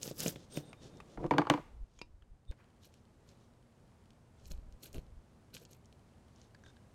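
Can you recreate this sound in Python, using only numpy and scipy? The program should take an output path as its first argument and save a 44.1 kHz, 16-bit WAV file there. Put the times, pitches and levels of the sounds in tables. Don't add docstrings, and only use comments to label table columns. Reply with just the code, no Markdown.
import sys
import numpy as np
from scipy import signal
from scipy.fft import rfft, irfft, next_fast_len
from scipy.io import wavfile
from scipy.ndimage import map_coordinates

SR = 44100
rng = np.random.default_rng(int(sys.argv[2]) if len(sys.argv) > 2 else 0)


def persist_wave(psi):
    counts = np.round(np.clip(psi, -1, 1) * 32767).astype(np.int16)
    wavfile.write(sys.argv[1], SR, np.atleast_2d(counts).T)


N = 306054
T = np.arange(SR // 2) / SR
SECOND_PART_S = 2.4

# start, attack, hold in s, rasp in dB, board drag in dB.
CUT_STROKES = [(0.026, 0.032, .07, -50.5, -48), (0.197, 0.042, .095, -43.5, -45),
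               (0.568, 0.04, 0.0079, -51.5, -42.5), (2.836, 0.019, 0.02, -67.5, -70),
               (3.285, 0.032, 0.012, -74.5, -80), (4.459, .02, 0.0052, -61.5, -72),
               (4.514, 0.03, 0.0027, -58, -53), (4.836, 0.027, 0.026, -56.5, -58),
               (4.947, 0.018, 0.015, -58, -48.5), (5.543, 0.009, 0.013, -53.5, -55.5),
               (5.617, 0.011, .003, -64, -57), (5.726, 0.055, 0.0085, -66, -61.5)]
# start, attack, hold in s, hiss in dB, board drag in dB.
GLIDE_STROKES = [(0.36, 0.036, 0.074, -66.5, -56.5), (0.52, 0.028, 0.061, -59, -50.5),
                 (0.652, .04, 0.044, -71, -54.5), (0.822, 0.028, 0.049, -62.5, -50),
                 (0.93, 0.08, 0.05, -76.5, -54), (1.108, 0.097, 0.043, -69, -55),
                 (1.21, 0.046, 0.031, -71, -67), (1.959, 0.13, .04, -76, -75),
                 (2.827, 0.025, 0.021, -69, -78.5), (2.925, 0.022, 0.054, -77.5, -70),
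                 (3.288, 0.054, 0.032, -73.5, -65), (3.402, 0.036, 0.042, -78.5, -78),
                 (4.39, .05, .06, -76, -72), (5.543, 0.0074, 0.01, -57, -75),
                 (6.396, 0.16, 0.048, -73, -74), (6.648, .01, 0.044, -74.5, -64)]
# frequency in Hz, level in dB.
WET_SPECTRUM = [(500, -24.5), (1500, -3.5), (2200, -7), (3200, 3.5), (5000, 1), (6600, 0.5), (8200, -7.5),
                (10000, -12.5), (15000, -31)]
# centre in Hz, width in Hz.
FISH_RESONANCES = [(1550, 170), (2450, 200), (3000, 240), (4250, 300), (5500, 300), (6600, 450),
                   (7700, 300), (9200, 400), (12200, 600)]
# frequency in Hz, level in dB, t60 in s.
TABLE_MODES = [(148, -13.5, .22), (207, -15.5, 0.06), (248, -23, 0.073), (297.7, 0, .24), (342, -7.5, 0.28),
               (448, -7, 0.12), (502, -8, .12), (637, -15, .1), (726, -10, 0.11)]
# frequency in Hz, level in dB.
THUD_SPECTRUM = [(30, -18), (85, -12.5), (140, 8), (210, -1), (320, -0.5), (550, -2), (900, -21.5),
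                 (2500, -30.5), (9000, -65.5)]


def slicing():
    # frequency in Hz, level in dB.
    scale_spectrum = [(530, -27), (900, -12), (1060, -14), (1640, -11), (2030, -14.5), (3060, -7.5),
                      (3370, -9), (5370, -4), (9320, -10.5), (12000, -9), (15800, -14)]
    back_spectrum = [(650, -55), (1100, -15), (1550, -2), (1840, -16), (2430, -1.5), (3670, -4), (4190, 4),
                     (4960, -5.5), (6190, -2), (9250, -6.5), (10100, -7), (12500, -3.5), (15800, -18)]
    rasp = tearing(scale_spectrum, per_s=2800, spread_db=5.3, hiss_db=-1.5, chatter_db=3.5, peaks_db=-1.5)
    slit = tearing(back_spectrum, per_s=1000, spread_db=4.2, hiss_db=-1, chatter_db=5.5, peaks_db=2.5)
    force, _ = gestures(CUT_STROKES, release_s=.05)
    return force * np.where(np.arange(N) < SECOND_PART_S * SR, rasp, slit)


def tearing(spectrum, per_s, spread_db, hiss_db, chatter_db, peaks_db):
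    bands = ([(3500, 0), (7000, -18)],  # Hz, dB
             [(2500, -18), (5000, 0), (8000, 0), (14000, -18)],
             [(6000, -18), (11000, 0)])
    rasp = 0
    for band in bands:
        tears = (rng.random(N) < per_s / SR) * rng.choice([-1, 1], N)
        sizes = amp(spread_db * np.minimum(rng.exponential(size=N), 3))
        flurries = amp(chatter_db * wobble(120))
        rasp += flurries * shaped(unit(tears * sizes) + amp(hiss_db) * rng.standard_normal(N), band)
    return unit(resonant(rasp, spectrum, FISH_RESONANCES, peaks_db))


def sliding(glide_db=-1, stick_db=2):
    # time in s, level in dB.
    slide_levels = [(2.52, -59), (2.57, -107), (2.59, -67.5), (2.66, -77), (2.8, -89.5)]
    # frequency in Hz, level in dB.
    skin_spectrum = [(300, -12), (800, 4), (1600, 3), (2500, -1), (3500, -10.5), (9000, -28)]
    speed, _ = gestures(GLIDE_STROKES, release_s=.06)
    glide = amp(glide_db) * speed * friction(WET_SPECTRUM, stick_db, catch_hz=250)
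    return glide + level(slide_levels) * friction(skin_spectrum, stick_db, catch_hz=250)


def dragging(gain_db=-3):
    _, pull = gestures(CUT_STROKES + GLIDE_STROKES, release_s=.09)
    return amp(gain_db) * pull * friction(THUD_SPECTRUM, stick_db=2.5, catch_hz=60)


def crackle(per_s=22, floor_db=-73, spread_db=4):
    partings = (rng.random(N) < per_s / SR) * (np.arange(N) > SECOND_PART_S * SR)
    sizes = amp(floor_db + spread_db * np.minimum(rng.exponential(size=N), 3))
    tick = crest(resonant(burst(.0077), WET_SPECTRUM, FISH_RESONANCES, peaks_db=9))
    return signal.fftconvolve(partings * sizes, tick)[:N]


def snaps(skirt_db_per_octave=10, crumble_db=-8, peaks_db=8):
    # start in s, peak in dB, pitch in Hz, top-octave gain in dB.
    cracks = [(0.0154, -41.5, 4040, -8), (0.0255, -47, 6060, -15), (0.0312, -20.5, 6700, -13.5),
              (0.0702, -33.5, 11500, 0), (0.0772, -30.5, 4550, -22), (0.114, -37.5, 5740, -24),
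              (0.2042, -23, 7200, -12.5), (0.263, -28.5, 2860, -3.5), (0.2812, -20, 6710, -5),
              (0.5721, -31, 2880, -15), (0.9717, -50, 6090, -16), (2.5128, -49.5, 3500, 0),
              (2.8466, -50, 4400, -23), (2.9407, -51.5, 4100, -3), (3.2904, -49, 4380, -29),
              (4.1058, -51.5, 3460, -10), (4.4567, -42, 4500, -20), (4.518, -34, 6270, -1),
              (4.7249, -50, 4640, -2), (4.8339, -41.5, 3980, -3), (4.9301, -40.5, 7140, -1),
              (4.9447, -38.5, 3040, 13), (4.9821, -45, 3000, 8.5), (5.5418, -39.5, 4180, -10),
              (5.5494, -38, 4160, -9), (5.5614, -53, 4930, -15), (5.5674, -36.5, 2370, -7.5),
              (5.6519, -43, 4230, -16), (5.7324, -46, 6470, -4), (5.8574, -53.5, 5400, -13),
              (5.9267, -50, 3900, -8), (6.361, -53, 6000, -25), (6.416, -47, 6260, -33)]
    out = np.zeros(N)
    for start_s, peak_db, pitch_hz, top_db in cracks:
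        crack = burst(.00142) + amp(crumble_db) * burst(.036)
        treble = [(7000, 0), (12000, top_db)]
        skirt_db = lambda hz: skirt_db_per_octave * np.abs(np.log2((hz + 1) / pitch_hz))
        tone_db = lambda hz: along(treble, hz) + peaks_db * humps(FISH_RESONANCES, hz) - skirt_db(hz)
        add(out, start_s, amp(peak_db) * crest(colour(crack, tone_db)))
    return out


def ticks(gain_db=-1, peaks_db=17, width_ratio=.14, tail_db=-16, cushion_s=.0029, ring_db=-10, t60_s=.05):
    # start in s, level in dB, lower and upper resonance in Hz, upper offset in dB.
    touches = [(0.358, -56, 3380, 3700, -12), (0.7296, -54, 1132, 2420, -3),
               (1.0021, -54.5, 1150, 2500, -0.5), (1.263, -55.5, 1110, 2360, -21),
               (1.989, -62, 3210, 6500, 5), (2.015, -49.5, 2680, 5000, 0), (2.222, -70.5, 1545, 3000, -2.5),
               (6.547, -62.5, 1660, 4400, -3), (6.637, -65, 1570, 6100, 0), (6.662, -64, 1630, 6040, -9),
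               (6.682, -70, 1580, 6200, -5), (6.7, -70, 1610, 6100, -4), (6.767, -69.5, 1630, 3720, -4)]
    spectrum = [(100, -21), (500, 6.5), (3000, -3), (7000, -9), (10000, -16), (15000, -32.5)]  # Hz, dB
    out = np.zeros(N)
    for start_s, db, lower_hz, upper_hz, upper_db in touches:
        tick = (burst(.022) + amp(tail_db) * burst(.16)) * (1 - fade(cushion_s))
        lower = lambda hz: peaks_db * humps([(lower_hz, width_ratio * lower_hz)], hz)
        upper = lambda hz: (peaks_db + upper_db) * humps([(upper_hz, width_ratio * upper_hz)], hz)
        contact = punch(colour(tick, lambda hz: along(spectrum, hz) + np.maximum(lower(hz), upper(hz))))
        ringing = amp(ring_db) * punch(ring([(lower_hz, 0, t60_s)]))
        add(out, start_s, amp(db + gain_db) * (contact + ringing))
    return out


def blade():
    # start in s, level in dB.
    taps = [(1.991, -64), (2.015, -51)]
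    # frequency in Hz, level in dB, t60 in s.
    steel_modes = [(965, -4, 0.089), (2417, 0.5, .09), (3830, -16, 0.11)]
    out = np.zeros(N)
    for start_s, db in taps:
        add(out, start_s, amp(db) * ring(steel_modes))
    return out


def bumps(gain_db=-8, ring_db=-12):
    # start in s, level in dB.
    thumps = [(0.077, -36), (0.112, -35.5), (0.261, -25.5), (0.278, -30), (0.36, -41.5), (0.574, -28),
              (2.015, -45), (2.5122, -49), (4.515, -51.5), (4.951, -48), (4.982, -42.5)]
    out = np.zeros(N)
    for start_s, db in thumps:
        thump = punch(shaped(burst(.0019) + amp(-1) * burst(.0323), THUD_SPECTRUM))
        ringing = amp(ring_db) * punch(ring(TABLE_MODES)) * (1 - fade(.019))
        add(out, start_s, amp(db + gain_db) * (thump + ringing))
    return out


def phone():
    # centre in Hz, width in Hz.
    panel = [(877, 50), (974, 30), (1170, 60), (1462, 50), (1622, 45), (1800, 70), (2084, 45), (2300, 100),
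             (3010, 170), (3490, 130), (4470, 300), (6290, 180), (7100, 130), (8400, 300)]
    hits = rebounds()
    hardest_db = max(hit[-1] for hit in hits)
    out = np.zeros(N)
    for start_s, clack_db, boom_db, click_db in hits:
        hardness_db = click_db - hardest_db
        add(out, start_s, amp(clack_db - 1) * clack(panel, hardness_db))
        add(out, start_s, amp(click_db - 2) * click(panel, hardness_db))
        add(out, start_s, amp(boom_db - 1) * boom())
    return out


def rebounds(count=3, flight_ratio=.97, clack_loss_db=10, click_loss_db=15):
    # start in s, clack, boom, click in dB, first flight in s, boom loss per rebound in dB.
    knocks = [(1.173, -48, -45, -79, 0.026, -2), (1.2404, -43, -33, -76.5, 0.0058, 8),
              (1.3095, -26.5, -29, -41.5, 0.027, 2), (1.382, -25.5, -25.5, -38, .035, 17),
              (1.469, -37.5, -51, -55, 0.027, 2), (1.4991, -24.5, -25.5, -31.5, .0385, 9)]
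    hits = []
    for start_s, clack_db, boom_db, click_db, flight_s, boom_loss_db in knocks:
        for k in range(count):
            time_s = start_s + flight_s * sum(flight_ratio ** j for j in range(k))
            hits.append((time_s, clack_db - k * clack_loss_db,
                         boom_db - k * boom_loss_db, click_db - k * click_loss_db))
    return hits


def clack(panel, hardness_db, dulling=.5, rattle_db=-7, delay_s=.0012, delay_at_hz=877):
    # frequency in Hz, level in dB.
    spectrum = [(200, -11.5), (450, -5), (850, 4), (1150, 1.5), (1700, -9), (2400, -11), (3500, -21.5),
                (4600, -21.5), (7000, -34), (15000, -52)]
    treble = [(1000, 0), (4000, dulling * hardness_db)]
    bending = np.exp(-4j * np.pi * delay_s * np.sqrt(delay_at_hz * np.fft.rfftfreq(len(T), 1 / SR)))
    blow = burst(.024) + amp(rattle_db) * burst(.13) + amp(-23) * burst(.56)
    tone_db = lambda hz: along(spectrum, hz) + along(treble, hz) + 6 * humps(panel, hz)
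    return punch(colour(irfft(rfft(blow) * bending), tone_db))


def click(panel, hardness_db, muffling=.73, scatter_db=-19):
    # frequency in Hz, level in dB.
    spectrum = [(600, -25.5), (2000, 9), (3400, 2.5), (4600, -6.5), (6300, -6), (9000, -14.5),
                (15000, -19.5)]
    treble = [(5000, 0), (12000, muffling * hardness_db)]
    tone_db = lambda hz: along(spectrum, hz) + along(treble, hz)
    edge = punch(colour(burst(.015), lambda hz: tone_db(hz) + 6 * humps(panel, hz)))
    return edge + amp(scatter_db) * punch(colour(burst(.42), tone_db))


def boom(travel_s=.013, thud_db=-2):
    thud = punch(shaped(burst(.12), THUD_SPECTRUM))
    swell = (1 - np.exp(-(T / travel_s) ** 2)) * (fade(.09) + amp(-21))
    return punch((punch(ring(TABLE_MODES)) + amp(thud_db) * thud) * swell)


def whine(tones_hz=(3650, 8600), width_hz=90, gain_db=-3, flicker_db=3):
    # start, attack, hold in s, lower tone in dB, upper tone in dB.
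    swells = [(.528, 0.023, 0.015, -72, -51), (0.555, .02, 0.028, -53.5, -60),
              (0.63, .04, 0.09, -69, -72.5), (0.77, 0.082, 0.25, -75, -92),
              (2.486, .012, 0.021, -64.5, -79), (6.662, .04, 0.04, -71, -95)]
    out = 0
    for centre_hz, envelope in zip(tones_hz, gestures(swells, release_s=.021)):
        band_db = lambda hz: 20 * np.log10(humps([(centre_hz, width_hz)], hz))
        tone = unit(colour(rng.standard_normal(N), band_db))
        out += tone * amp(flicker_db * wobble(29.2)) * envelope
    return amp(gain_db) * out


def outdoors(gain_db=-1, drift_db=.4):
    # time in s, level in dB.
    rumble_levels = [(0, -60), (1.6, -58), (1.9, -68), (2.5, -68), (2.52, -64), (4, -62), (5.5, -62),
                     (6.94, -60.5)]
    # start, attack, hold in s, level in dB.
    puffs = [(1.18, 0.038, 0.11, -49.5), (1.818, 0.19, 0.02, -45), (2.09, 0.28, 0.14, -54),
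             (2.3, .02, 0.05, -51.5), (2.498, 0.017, 0.0071, -37), (4.46, 0.032, 0.032, -45.5),
             (4.52, 0.057, 0.066, -43), (4.62, 0.066, 0.15, -52), (4.952, .03, 0.031, -38.5),
             (5.02, .04, 0.19, -55)]
    # frequency in Hz, level in dB.
    rumble_spectrum = [(12, -33), (20, -11), (42, -4.5), (59, -5), (85, 0), (176, -7.5), (233, -6),
                       (268, -12.5), (397, -14), (570, -15.5), (996, -21), (1390, -25.5), (3310, -34.5),
                       (8790, -38), (15800, -54)]
    wind_spectrum = [(12, -4), (28, 4.5), (55, 0), (100, -13), (200, -34), (600, -54), (3000, -100)]
    drift = amp(drift_db * wobble(5))
    rumble = level(rumble_levels) * drift * unit(shaped(rng.standard_normal(N), rumble_spectrum))
    breeze, = gestures(puffs, release_s=.02)
    wind = breeze * unit(shaped(rng.standard_normal(N), wind_spectrum))
    return amp(gain_db) * (rumble + wind)


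def hum(waver_db=.5, wander_rad=.35):
    # frequency in Hz, rms level in dB.
    partials = [(118.4, -73), (236.9, -79)]
    t = np.arange(N) / SR
    out = 0
    for hz, db in partials:
        peak = np.sqrt(2) * amp(db + waver_db * wobble(12))
        out += peak * np.sin(2 * np.pi * hz * t + wander_rad * wobble(6.3))
    return (t > SECOND_PART_S) * out


def amp(db):
    return 10 ** (np.asarray(db) / 20)


def unit(x):
    return x / np.sqrt(np.mean(x ** 2) + 1e-20)


def crest(x):
    return x / (np.abs(x).max() + 1e-20)


def punch(x):
    return x / np.sqrt(np.mean(x[:SR // 50] ** 2) + 1e-20)


def along(points, hz):
    knots_hz, db = np.transpose(points)
    return np.interp(np.log(hz + 1), np.log(knots_hz + 1), db)


def humps(resonances, hz):
    return np.max([1 / (1 + ((hz - centre) / width) ** 2) for centre, width in resonances], axis=0)


def level(points):
    t = np.arange(N) / SR
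    times_s, db = np.transpose(points)
    return amp(np.interp(t, times_s, db)) * (t >= times_s[0]) * (t <= times_s[-1])


def gestures(rows, release_s):
    t = np.arange(N) / SR
    gain = 0
    for start_s, attack_s, hold_s, *dbs in rows:
        away = np.maximum(start_s - t, 0) / attack_s + np.maximum(t - start_s - hold_s, 0) / release_s
        gain = np.maximum(gain, amp(dbs)[:, None] * amp(-20 * np.minimum(away, 10)))
    return gain


def wobble(rate_hz):
    knots = rng.standard_normal(int(N * rate_hz / SR) + 4)
    return map_coordinates(knots, [np.arange(N) * rate_hz / SR])


def colour(x, gain_db):
    size = 2 * next_fast_len(len(x) // 2 + SR // 8)
    cepstrum = irfft(np.log(amp(gain_db(np.fft.rfftfreq(size, 1 / SR))) + 1e-6))
    cepstrum[1:size // 2] *= 2
    cepstrum[size // 2 + 1:] = 0
    return irfft(rfft(x, size) * np.exp(rfft(cepstrum)))[:len(x)]


def shaped(x, spectrum):
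    return colour(x, lambda hz: along(spectrum, hz))


def resonant(x, spectrum, resonances, peaks_db):
    return colour(x, lambda hz: along(spectrum, hz) + peaks_db * humps(resonances, hz))


def friction(spectrum, stick_db, catch_hz):
    return unit(shaped(rng.standard_normal(N) * amp(stick_db * wobble(catch_hz)), spectrum))


def fade(t60_s):
    return np.exp(-np.log(1000) * T / t60_s)


def burst(t60_s):
    x = rng.standard_normal(len(T)) * fade(t60_s)
    return x / np.linalg.norm(x)


def ring(modes):
    return sum(amp(db + rng.normal(0, 2.5)) * fade(t60_s) * np.sin(2 * np.pi * (hz * T + rng.random()))
               for hz, db, t60_s in modes)


def add(track, start_s, sound):
    part = track[max(round(start_s * SR), 0):][:len(sound)]
    part += sound[:len(part)]


def scene():
    knife = slicing() + sliding() + dragging() + crackle() + snaps() + ticks() + blade() + bumps()
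    return (knife + phone() + whine() + outdoors() + hum())[None]


def record(dry):
    cutoff_hz = 15900
    size = next_fast_len(N + SR // 2)
    lowpass = 1 / np.sqrt(1 + (np.fft.rfftfreq(size, 1 / SR) / cutoff_hz) ** 160)
    return irfft(rfft(dry, size) * lowpass, size)[:, :N]


dry = scene()
out = record(dry)
persist_wave(out)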